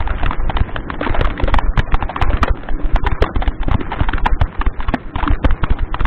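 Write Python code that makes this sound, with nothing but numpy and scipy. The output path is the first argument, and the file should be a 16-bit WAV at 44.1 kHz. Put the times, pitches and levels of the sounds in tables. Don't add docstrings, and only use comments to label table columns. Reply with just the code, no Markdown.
import sys
import numpy as np
from scipy import signal
from scipy.io import wavfile
from scipy.ndimage import uniform_filter1d

SR = 44100
rng = np.random.default_rng(int(sys.argv[2]) if len(sys.argv) > 2 else 0)


def to_linear_factor(level_db):
    exponent = np.asarray(level_db, float) / 20
    return 10 ** exponent


def store_wav(level_fs):
    pcm = np.round(np.clip(np.atleast_2d(level_fs), -1, 1) * 32767)
    wavfile.write(sys.argv[1], SR, pcm.T.astype(np.int16))


N = 267554

# [t/s, pressure/full scale, duration/ms]
LIFTS = [(0.065, 0.43, 8.1), (0.237, 0.68, 13.5), (0.266, 0.44, 4.2), (0.392, 0.65, 13.8),
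         (0.437, 0.36, 8.3), (0.495, 0.4, 2.9), (0.559, 0.73, 9.7), (0.574, 0.28, 10.6),
         (0.739, 0.29, 19.2), (1.104, 0.79, 5.2), (1.187, 0.74, 10.8), (1.215, 0.74, 3.3),
         (1.224, 0.24, 6.0), (1.287, 0.26, 19.6), (1.438, 0.87, 6.4), (1.533, 0.85, 6.3),
         (1.643, 0.58, 10.4), (1.774, 0.37, 12.1), (1.779, 0.89, 3.3), (1.796, 0.47, 4.9),
         (2.031, 0.42, 4.9), (2.226, 1.03, 4.5), (2.293, 0.8, 7.3), (2.422, 0.9, 6.7), (2.435, 0.53, 7.9),
         (2.71, 0.54, 15.5), (2.851, 0.89, 13), (3.035, 0.37, 3.5), (3.037, 0.48, 24.2), (3.056, 0.21, 7.8),
         (3.072, 0.73, 7.0), (3.132, 0.35, 5.2), (3.22, 1.19, 6.4), (3.404, 0.49, 12.1), (3.61, 0.57, 11.6),
         (3.683, 0.44, 3.0), (3.717, 0.79, 5.6), (3.754, 0.63, 3), (4.013, 1.05, 3.3), (4.082, 0.65, 11.8),
         (4.145, 0.48, 6.9), (4.237, 0.75, 12.8), (4.267, 0.44, 4.3), (4.405, 0.22, 14.0),
         (4.42, 1.05, 3.5), (4.599, 0.64, 9.8), (4.796, 0.43, 10.8), (5.062, 0.2, 14.3), (5.161, 0.44, 5.5),
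         (5.172, 0.21, 9.2), (5.308, 0.87, 5.8), (5.456, 1.34, 5.4), (5.504, 0.81, 12.1), (5.636, 1, 11.5),
         (5.739, 0.23, 21.0), (5.81, 0.39, 10.2), (5.925, 0.41, 13.4), (6.047, 0.79, 9.1)]
# [t/s, suction/full scale, duration/ms]
DROPS = [(0.009, 0.48, 5.9), (0.023, 0.42, 19.6), (0.11, 0.61, 7.3), (0.156, 0.32, 6.7), (0.214, 0.24, 7.2),
         (0.288, 0.59, 13), (0.311, 0.23, 30.0), (0.423, 0.27, 14.7), (0.465, 0.54, 15.0),
         (0.612, 1.59, 4.7), (0.792, 0.21, 10), (0.973, 0.21, 17.0), (1.105, 1.09, 13.0),
         (1.158, 0.41, 25.8), (1.253, 0.89, 9.5), (1.276, 0.28, 8.2), (1.459, 0.26, 29.9),
         (1.483, 0.56, 13), (1.554, 0.57, 16.6), (1.567, 1.18, 8.0), (1.69, 0.94, 10.6), (1.792, 1.05, 3.3),
         (1.813, 0.36, 25), (1.883, 0.22, 15), (1.939, 1.99, 7.06), (1.944, 0.46, 15.7), (2.053, 0.34, 9.3),
         (2.257, 0.7, 17.1), (2.326, 0.19, 19.6), (2.343, 0.92, 6.4), (2.508, 1.1, 7.1), (2.74, 0.63, 14),
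         (2.944, 1.56, 10.1), (2.967, 0.34, 8.4), (3.126, 0.39, 3.0), (3.13, 0.62, 17.2), (3.366, 0.75, 7),
         (3.482, 0.9, 7.8), (3.665, 0.48, 17.1), (3.747, 1.05, 3.0), (3.756, 0.67, 3.3),
         (3.766, 0.36, 30.0), (3.877, 0.22, 17.7), (3.973, 0.19, 14.3), (4.04, 0.38, 14.5),
         (4.154, 0.64, 17.4), (4.328, 1.15, 10.1), (4.415, 0.46, 3.0), (4.439, 0.67, 8.4),
         (4.672, 1.09, 8.2), (4.826, 0.28, 20.1), (4.889, 0.76, 7.7), (5.234, 0.55, 8.5), (5.33, 0.9, 9.0),
         (5.461, 0.83, 20.1), (5.526, 0.66, 7.4), (5.638, 0.8, 3.4), (5.712, 1.6, 6.6), (5.831, 0.62, 7.6),
         (6.009, 0.6, 11.7)]
# [t/s, pressure/full scale (+ up, - down), duration/ms]
NUDGES = [(0.2, -0.15, 15), (0.231, -0.24, 3.5), (0.279, -0.18, 3.5), (0.289, -0.18, 3.5),
          (0.303, -0.16, 5), (0.477, 0.17, 7), (0.53, 0.13, 15), (0.846, -0.12, 15), (1.027, 0.16, 5),
          (1.048, 0.15, 7), (1.078, 0.12, 15), (1.312, -0.19, 7), (1.335, -0.16, 10), (1.511, -0.16, 7),
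          (1.661, -0.12, 15), (1.839, 0.14, 10), (2.04, 0.17, 5), (2.189, -0.12, 15), (2.217, 0.22, 5),
          (2.23, 0.18, 5), (2.594, -0.14, 15), (2.647, 0.12, 15), (2.812, -0.13, 15), (3.228, -0.2, 3.5),
          (3.242, -0.17, 5), (3.355, -0.17, 7), (3.391, -0.2, 3.5), (3.43, 0.17, 10), (3.474, 0.14, 10),
          (3.535, -0.11, 15), (3.713, -0.19, 3.5), (3.739, -0.16, 15), (3.757, 0.18, 3.5),
          (3.811, 0.15, 15), (3.937, 0.15, 7), (3.989, -0.13, 7), (4.02, -0.28, 3.5), (4.156, 0.19, 3.5),
          (4.19, 0.11, 15), (4.296, 0.12, 10), (4.352, 0.15, 10), (4.417, 0.36, 3.5), (4.426, -0.22, 3.5),
          (4.897, -0.21, 3.5), (5.191, -0.21, 3.5), (5.261, 0.13, 15), (5.302, -0.23, 3.5),
          (5.373, 0.16, 15), (5.443, 0.22, 3.5), (5.515, 0.18, 3.5), (5.7, -0.14, 7), (5.72, -0.18, 5),
          (5.947, 0.17, 5), (5.997, -0.13, 15), (6.006, 0.22, 3.5), (6.01, -0.2, 3.5)]


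def jolts():
    out, t = np.zeros(N), np.arange(N) / SR
    falls = [(s, -suction, ms) for s, suction, ms in DROPS]
    for s, push, width_ms in [*LIFTS, *falls, *NUDGES]:
        near = slice(max(int((s - .06) * SR), 0), int((s + .06) * SR))
        offset_ms = (t[near] - s) * 1000
        out[near] += push * np.exp(-4 * np.log(2) * (offset_ms / width_ms) ** 2)
    vent_hz = 11.2
    return signal.lfilter(*signal.butter(1, vent_hz, "high", fs=SR), out)


def ring(x, hz, width_hz):
    return signal.lfilter(*signal.iirpeak(hz, hz / width_hz, fs=SR), x)


def modes(x, table):
    return sum((-1) ** k * to_linear_factor(db) * ring(x, hz, w) for k, (hz, w, db) in enumerate(table))


def clicks(shape, rate_hz, scatter_db):
    struck = rng.random(shape) < rate_hz / SR
    size = np.minimum(rng.exponential(size=shape), 3)
    return struck * np.sign(rng.standard_normal(shape)) * to_linear_factor(scatter_db * size)


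# [f/Hz, width/Hz, level/dB]
SHELL = [(1490, 1200, 12.5), (2120, 590, 11), (3010, 4300, -2.5), (3870, 910, -20.5)]


def knocks(rows, chatter_ms):
    span = 2600
    out, ms = np.zeros(N + span), np.arange(span) * 1000 / SR
    rebounds = clicks((len(rows), span), 2200, scatter_db=1.0)
    first = ms == ms[30]
    envelope = np.minimum(ms / 1.1, 1) * np.exp(-(ms / chatter_ms) ** 2)
    for (s, db, hz, treble_db, thud_db), contact in zip(rows, rebounds):
        force = (contact + first) * envelope
        parts = ring(force, hz, 0.24 * hz), modes(force, SHELL), ring(force, 262, 80)
        part, shell, thud = (p / np.abs(p).max() for p in parts)
        at = int(s * SR)
        out[at:at + span] += to_linear_factor(db) * (part + to_linear_factor(treble_db - 6) * shell + to_linear_factor(thud_db) * thud)
    return out[:N]


# [t/s, peak/dB, f/Hz, treble/dB]
CLACKS = [(1.073, -10.5, 421, -13), (2.213, -5.5, 741, -10), (2.2215, -5, 1026, -4.5),
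          (.26, -4.5, 1388, -4.5), (0.901, -6.5, 973, -13), (0.308, -5.5, 1035, -17.5), (0.568, -6, 967, 2),
          (.761, -9.5, 947, 2), (1.01, -7, 516, -27.5), (1.21, -4, 450, 3), (1.54, -1.5, 774, -9),
          (1.585, -4.5, 834, -9.5), (2.024, -8, 800, -22.5), (2.161, -7.5, 1074, -12.5),
          (2.4334, 4.5, 595, -19), (2.479, -8, 556, -3), (2.9585, -4, 744, -8), (3.22, 1, 600, -23.5),
          (4.087, -7, 923, -1), (4.133, -6, 1370, -20), (4.262, 0, 945, -3.5), (4.613, -6, 1098, -9.5),
          (5.227, -9, 900, -17), (5.638, -8.5, 1106, -4), (5.943, -6, 1020, -14.5),
          (6.052, -5.5, 1020, -13.5)]


def clacks():
    return knocks([(*r, -12) for r in CLACKS], chatter_ms=5)


# [t/s, peak/dB, f/Hz, treble/dB]
COMPANIONS = [
    (2.4295, -1, 1100, -8.5),
    (4.257, -6, 900, 0),
    (4.9435, -9, 1600, -7.5),
    (1.586, -8, 1000, -5.5),
    (5.451, -8, 900, -6.5),
    (3.741, -7, 800, -10),
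    (2.107, -17, 700, -10),
    (.496, -12, 900, -2),
    (1.942, -12, 900, -5),
    (4.041, -18, 1000, -5),
]


def companions():
    return knocks([(*r, -12) for r in COMPANIONS], chatter_ms=5)


# [t/s, peak/dB, f/Hz, thud/dB]
THUMPS = [(0.231, -10.5, 682, -10.5), (1.063, -12.5, 944, 3), (1.095, -24.5, 1140, 9.5),
          (1.191, -20, 530, 2), (1.306, -19.5, 1440, 0), (1.397, -9.5, 703, -23), (1.774, -7, 970, -10),
          (1.792, -8.5, 858, 0), (1.92, -22.5, 1640, -3), (1.942, -11.5, 825, 1), (2.331, -15.5, 1034, 1),
          (3.115, -14, 1133, -9), (3.357, -17.5, 820, 7), (3.422, -18, 450, 2.5), (3.46, -21, 1760, -3),
          (3.682, -17.5, 475, 10), (3.807, -25.5, 770, 14), (4.004, -10, 704, -4),
          (4.179, -13.5, 1290, -9.5), (4.412, -7, 695, -12), (4.549, -21, 945, -23), (4.663, -15, 970, 1.5),
          (4.9375, -6, 713, -12), (5.156, -12, 927, -6), (5.276, -13.5, 940, 2.5), (5.437, -24.5, 480, 5),
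          (5.444, -6.5, 535, -0.5), (5.633, -23, 610, 10.5), (5.702, -24, 960, 13),
          (6.004, -11.5, 1146, -3.5)]


def thumps():
    return knocks([(s, db, hz, -5.5, thud_db) for s, db, hz, thud_db in THUMPS], chatter_ms=6.5)


# [t/s, peak/dB, f/Hz, treble/dB]
SCRAPES = [(1.03, -11, 1486, -14.5), (1.045, -12.5, 1490, -15), (1.492, -17.5, 920, -9),
           (3.932, -14, 867, -19), (4.032, -16, 1006, -10.5), (5.198, -14.5, 1292, -11),
           (5.238, -17, 1060, -9), (5.346, -20, 1280, -14.5), (0.104, -25, 1093, 3), (.495, -11, 776, -3.5),
           (1.144, -7.5, 715, -29), (1.244, -9.5, 1170, -14), (1.476, -8, 530, -4), (1.874, -21, 614, 6),
           (2.092, -12.5, 714, -46.5), (2.302, -14, 552, -12), (2.794, -23.5, 534, -28),
           (3.037, -21, 885, -12), (3.064, -5, 863, 2), (3.42, -10, 802, 3.5), (3.711, -9.5, 904, -15),
           (3.74, -16, 702, -12), (3.917, -10.5, 812, -14.5), (4.452, -28.5, 1220, -9),
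           (4.823, -20, 1410, -3), (4.885, -12.5, 1103, -25), (5.183, -14, 804, -12),
           (5.787, -22.5, 890, 12.5)]


def scrapes():
    return knocks([(*r, -16) for r in SCRAPES], chatter_ms=12)


# [t/s, peak/dB, f/Hz]
TAPS = [(.004, -14.5, 996), (0.197, -18.5, 1306), (3.225, -6.5, 390), (.33, -16.5, 900), (.94, -20.5, 1000),
        (1.377, -23.5, 1790), (0.074, -14.5, 860), (0.183, -21, 1320), (.399, -33, 876), (.604, -14, 843),
        (0.691, -22, 700), (.804, -40.5, 999), (1.437, -12.5, 477), (2.371, -21.5, 1120),
        (2.409, -40, 1400), (2.454, -34.5, 756), (2.633, -22.5, 455), (2.686, -23, 713), (3.24, -10, 1160),
        (3.264, -13.5, 817), (3.292, -25, 547), (3.476, -13, 866), (3.63, -16, 844), (3.993, -18, 1386),
        (4.803, -15, 972), (5.147, -39.5, 910), (5.308, -28.5, 835), (5.334, -33, 1460),
        (5.507, -14.5, 1076)]


def taps():
    return knocks([(*r, 5, -11.5) for r in TAPS], chatter_ms=4.5)


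# [t/s, peak/dB, f/Hz]
TICKS = [(0.0235, -19, 1001), (0.1035, -15, 1119), (0.2125, -17.5, 1356), (0.3305, -19, 1356),
         (0.4005, -23, 1087), (0.4495, -25, 656), (0.5445, -23, 796), (0.7125, -26, 678),
         (0.8035, -24, 990), (0.9415, -21, 861), (0.9885, -24, 721), (1.0275, -14, 1582),
         (1.0945, -11, 1076), (1.2565, -11, 1184), (1.2715, -13, 635), (1.3015, -14, 1324),
         (1.3765, -16, 1830), (1.6595, -25, 588), (1.7345, -25, 1140), (1.9215, -19, 1658),
         (2.1315, -26, 613), (2.3705, -16, 1184), (2.4575, -17, 775), (2.5735, -26, 742),
         (2.6085, -28, 1335), (2.6875, -15, 785), (2.7005, -25, 689), (2.8425, -26, 570),
         (2.8595, -25, 592), (3.1825, -25, 1496), (3.2915, -18, 689), (3.3765, -26, 775),
         (3.4425, -26, 678), (3.5135, -27, 958), (3.6005, -26, 968), (3.6145, -24, 1421),
         (3.7305, -14, 882), (3.8645, -26, 818), (3.9305, -14, 807), (3.9595, -21, 807), (4.0205, -17, 904),
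         (4.5255, -25, 1012), (4.7035, -28, 882), (4.7105, -29, 1173), (4.7915, -25, 818),
         (4.8435, -24, 1841), (4.8835, -13.5, 1033), (5.2375, -10, 839), (5.2755, -9, 1291),
         (5.3125, -13, 904), (5.3335, -17, 1431), (5.7225, -21, 753), (5.7345, -24, 721),
         (5.9955, -21.5, 1044)]


def ticks():
    return knocks([(*r, 0, -15) for r in TICKS], chatter_ms=3)


# [t/s, peak/dB, f/Hz, 60 dB decay/s]
BOOMS = [
    (4.9392, -3.5, 250, .062),
    (5.266, -16, 290, .25),
    (2.795, -22, 300, .25),
    (1.47, -19.5, 285, 0.17),
    (3.79, -20.5, 270, 0.13),
    (1.012, -19, 300, .2),
    (3.47, -20, 275, 0.11),
    (2.4345, -4, 600, .02),
    (3.05, -18, 400, .1),
    (3.222, -6, 740, .03),
]


def booms():
    out, t = np.zeros(N + SR), np.arange(SR // 2) / SR
    for s, db, hz, t60_s in BOOMS:
        at = int(s * SR)
        out[at:at + len(t)] += to_linear_factor(db - 60 * t / t60_s) * np.sin(2 * np.pi * hz * t)
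    return out[:N]


def unit(x):
    return x / np.sqrt(np.mean(x ** 2))


def walk(rate_hz):
    k = int(SR / rate_hz)
    held = np.repeat(rng.standard_normal(N // k + 1), k)
    return 1.3 * uniform_filter1d(uniform_filter1d(held, k), k)[:N]


# [t/s, looseness/dB, tyre load/dB]
ROUGH = [(0.1, -31, -41.5), (0.98, -36, -30.5), (1.05, -27, -36.5), (1.27, -26.5, -34.5), (1.4, -34, -24.5),
         (1.859, -38, -38.5), (2.36, -27.5, -36.5), (2.62, -36.5, -30.5), (2.89, -34.5, -32.5),
         (3.26, -34, -35), (3.65, -42, -35.5), (3.94, -30.5, -34), (4.43, -39, -35.5), (4.7, -39.5, -43),
         (5.14, -40, -35), (5.25, -27, -30), (5.45, -38, -38), (6.07, -38, -36)]


def ground_db(column):
    table = np.transpose(ROUGH)
    return np.interp(np.arange(N) / SR, table[0], table[column])


# [f/Hz, density/dB per Hz]
RATTLE = [(350, -0.5), (540, 2), (920, 4), (1480, -1.5), (2300, -21.5), (3300, -14.5), (4100, -13.5)]


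def rattle(blows):
    force = unit(clicks(N, 500, scatter_db=3.2)) + .5 * rng.standard_normal(N)
    hz, db = np.transpose(RATTLE)
    out, flurry, lull = 0, walk(70), walk(18)
    for f in 400 * 2 ** np.arange(0, 3.5, 1 / 3):
        flicker_db = np.minimum(1.5 * flurry + lull + 2.2 * walk(40), 3.5)
        band_db = np.interp(np.log(f), np.log(hz), db) + 10 * np.log10(f) + flicker_db
        band = ring(ring(force, f, f / 2.5), f, f / 2.5)
        out = out + to_linear_factor(band_db) * unit(band)
    settle_s, shake_db = .03, -16.5
    stay = np.exp(-1 / (settle_s * SR))
    shaken = np.sqrt(signal.lfilter([1 - stay], [1, -stay], blows ** 2)) * to_linear_factor(shake_db)
    return (to_linear_factor(ground_db(column=1) - 3.5) + shaken) * unit(out)


# [f/Hz, width/Hz, level/dB]
HUM = [(326, 94, 9), (165, 130, 6), (421, 68, -4), (277.6, 40, 7.5)]


def hum():
    force = unit(clicks(N, 250, scatter_db=4.5)) + 0.57 * rng.standard_normal(N)
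    return to_linear_factor(ground_db(column=2) - 1.5) * unit(to_linear_factor(2.2 * walk(30)) * modes(force, HUM))


# [t/s, level/dB]
ROCKING = [(0.0, -34.5), (0.15, -31), (0.81, -30.5), (1.15, -31), (1.69, -31.5), (2.06, -34.5),
           (2.399, -29.5), (2.53, -36.5), (3.95, -31.5), (4.83, -35.5), (4.95, -34.5), (5.19, -40.5),
           (5.34, -31), (6.07, -35)]


def sway():
    shake = to_linear_factor(1.8 * walk(30)) * rng.standard_normal(N)
    rocking_db = np.interp(np.arange(N) / SR, *np.transpose(ROCKING))
    return to_linear_factor(.4 + rocking_db) * unit(ring(shake, 50, 75) + to_linear_factor(-9) * ring(shake, 88, 31))


def scene():
    blows = clacks() + thumps() + scrapes() + taps()
    mix = jolts() + blows + companions() + ticks() + booms()
    return (mix + rattle(blows) + hum() + sway())[None]


def starve(x):
    block, lead = 128, 16
    low = np.pad(signal.resample_poly(x, 80, 441), (2 * block - lead, 3 * block))
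    n, k = np.arange(2 * block)[:, None] + .5, np.arange(block) + .5
    window = np.sin(np.pi * n / (2 * block))
    basis = window * np.cos(np.pi / block * (n + block / 2) * k) * np.sqrt(2 / block)
    place = np.arange(len(low) // block - 1)[:, None] * block + np.arange(2 * block)
    lines = low[place] @ basis
    loud_db = 10 * np.log10(np.mean(lines[:, 12:] ** 2, axis=1) + 1e-9)
    bass_db = 10 * np.log10(np.mean(lines[:, :4] ** 2, axis=1) + 1e-9)
    frame = (np.arange(len(lines)) - 1) // 8
    held_db = np.array([loud_db[frame == f].max() for f in frame])
    crest_db = held_db - np.array([np.median(loud_db[frame == f]) for f in frame])
    shove_db = np.array([bass_db[frame == f].max() for f in frame])
    draws = rng.standard_normal((len(lines) // 2 + 1, block // 8))
    bands = np.kron(draws, np.ones((2, 8)))[:len(lines)]
    step_db = .8 * held_db + .33 * crest_db + .2 * shove_db - 21
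    step = to_linear_factor(step_db[:, None] + 3 * bands)
    rounded = np.sign(lines) * np.floor(np.abs(lines) / step + .4) * step
    out = np.zeros(len(low))
    np.add.at(out, place, rounded @ basis.T)
    wide = signal.resample_poly(out[2 * block - lead:], 441, 80, window=("kaiser", 9))[:N]
    top_hz = 4260
    return signal.sosfiltfilt(signal.butter(8, top_hz, fs=SR, output="sos"), wide)


def top_cut(x):
    return signal.sosfilt(signal.butter(12, 17200, fs=SR, output="sos"), x)


def record(dry):
    ceiling = .7
    narrow = starve(dry[0])[None] / ceiling
    clipped = ceiling * narrow / (1 + narrow ** 30) ** (1 / 30)
    return top_cut(clipped)


dry = scene()
out = record(dry)
store_wav(out)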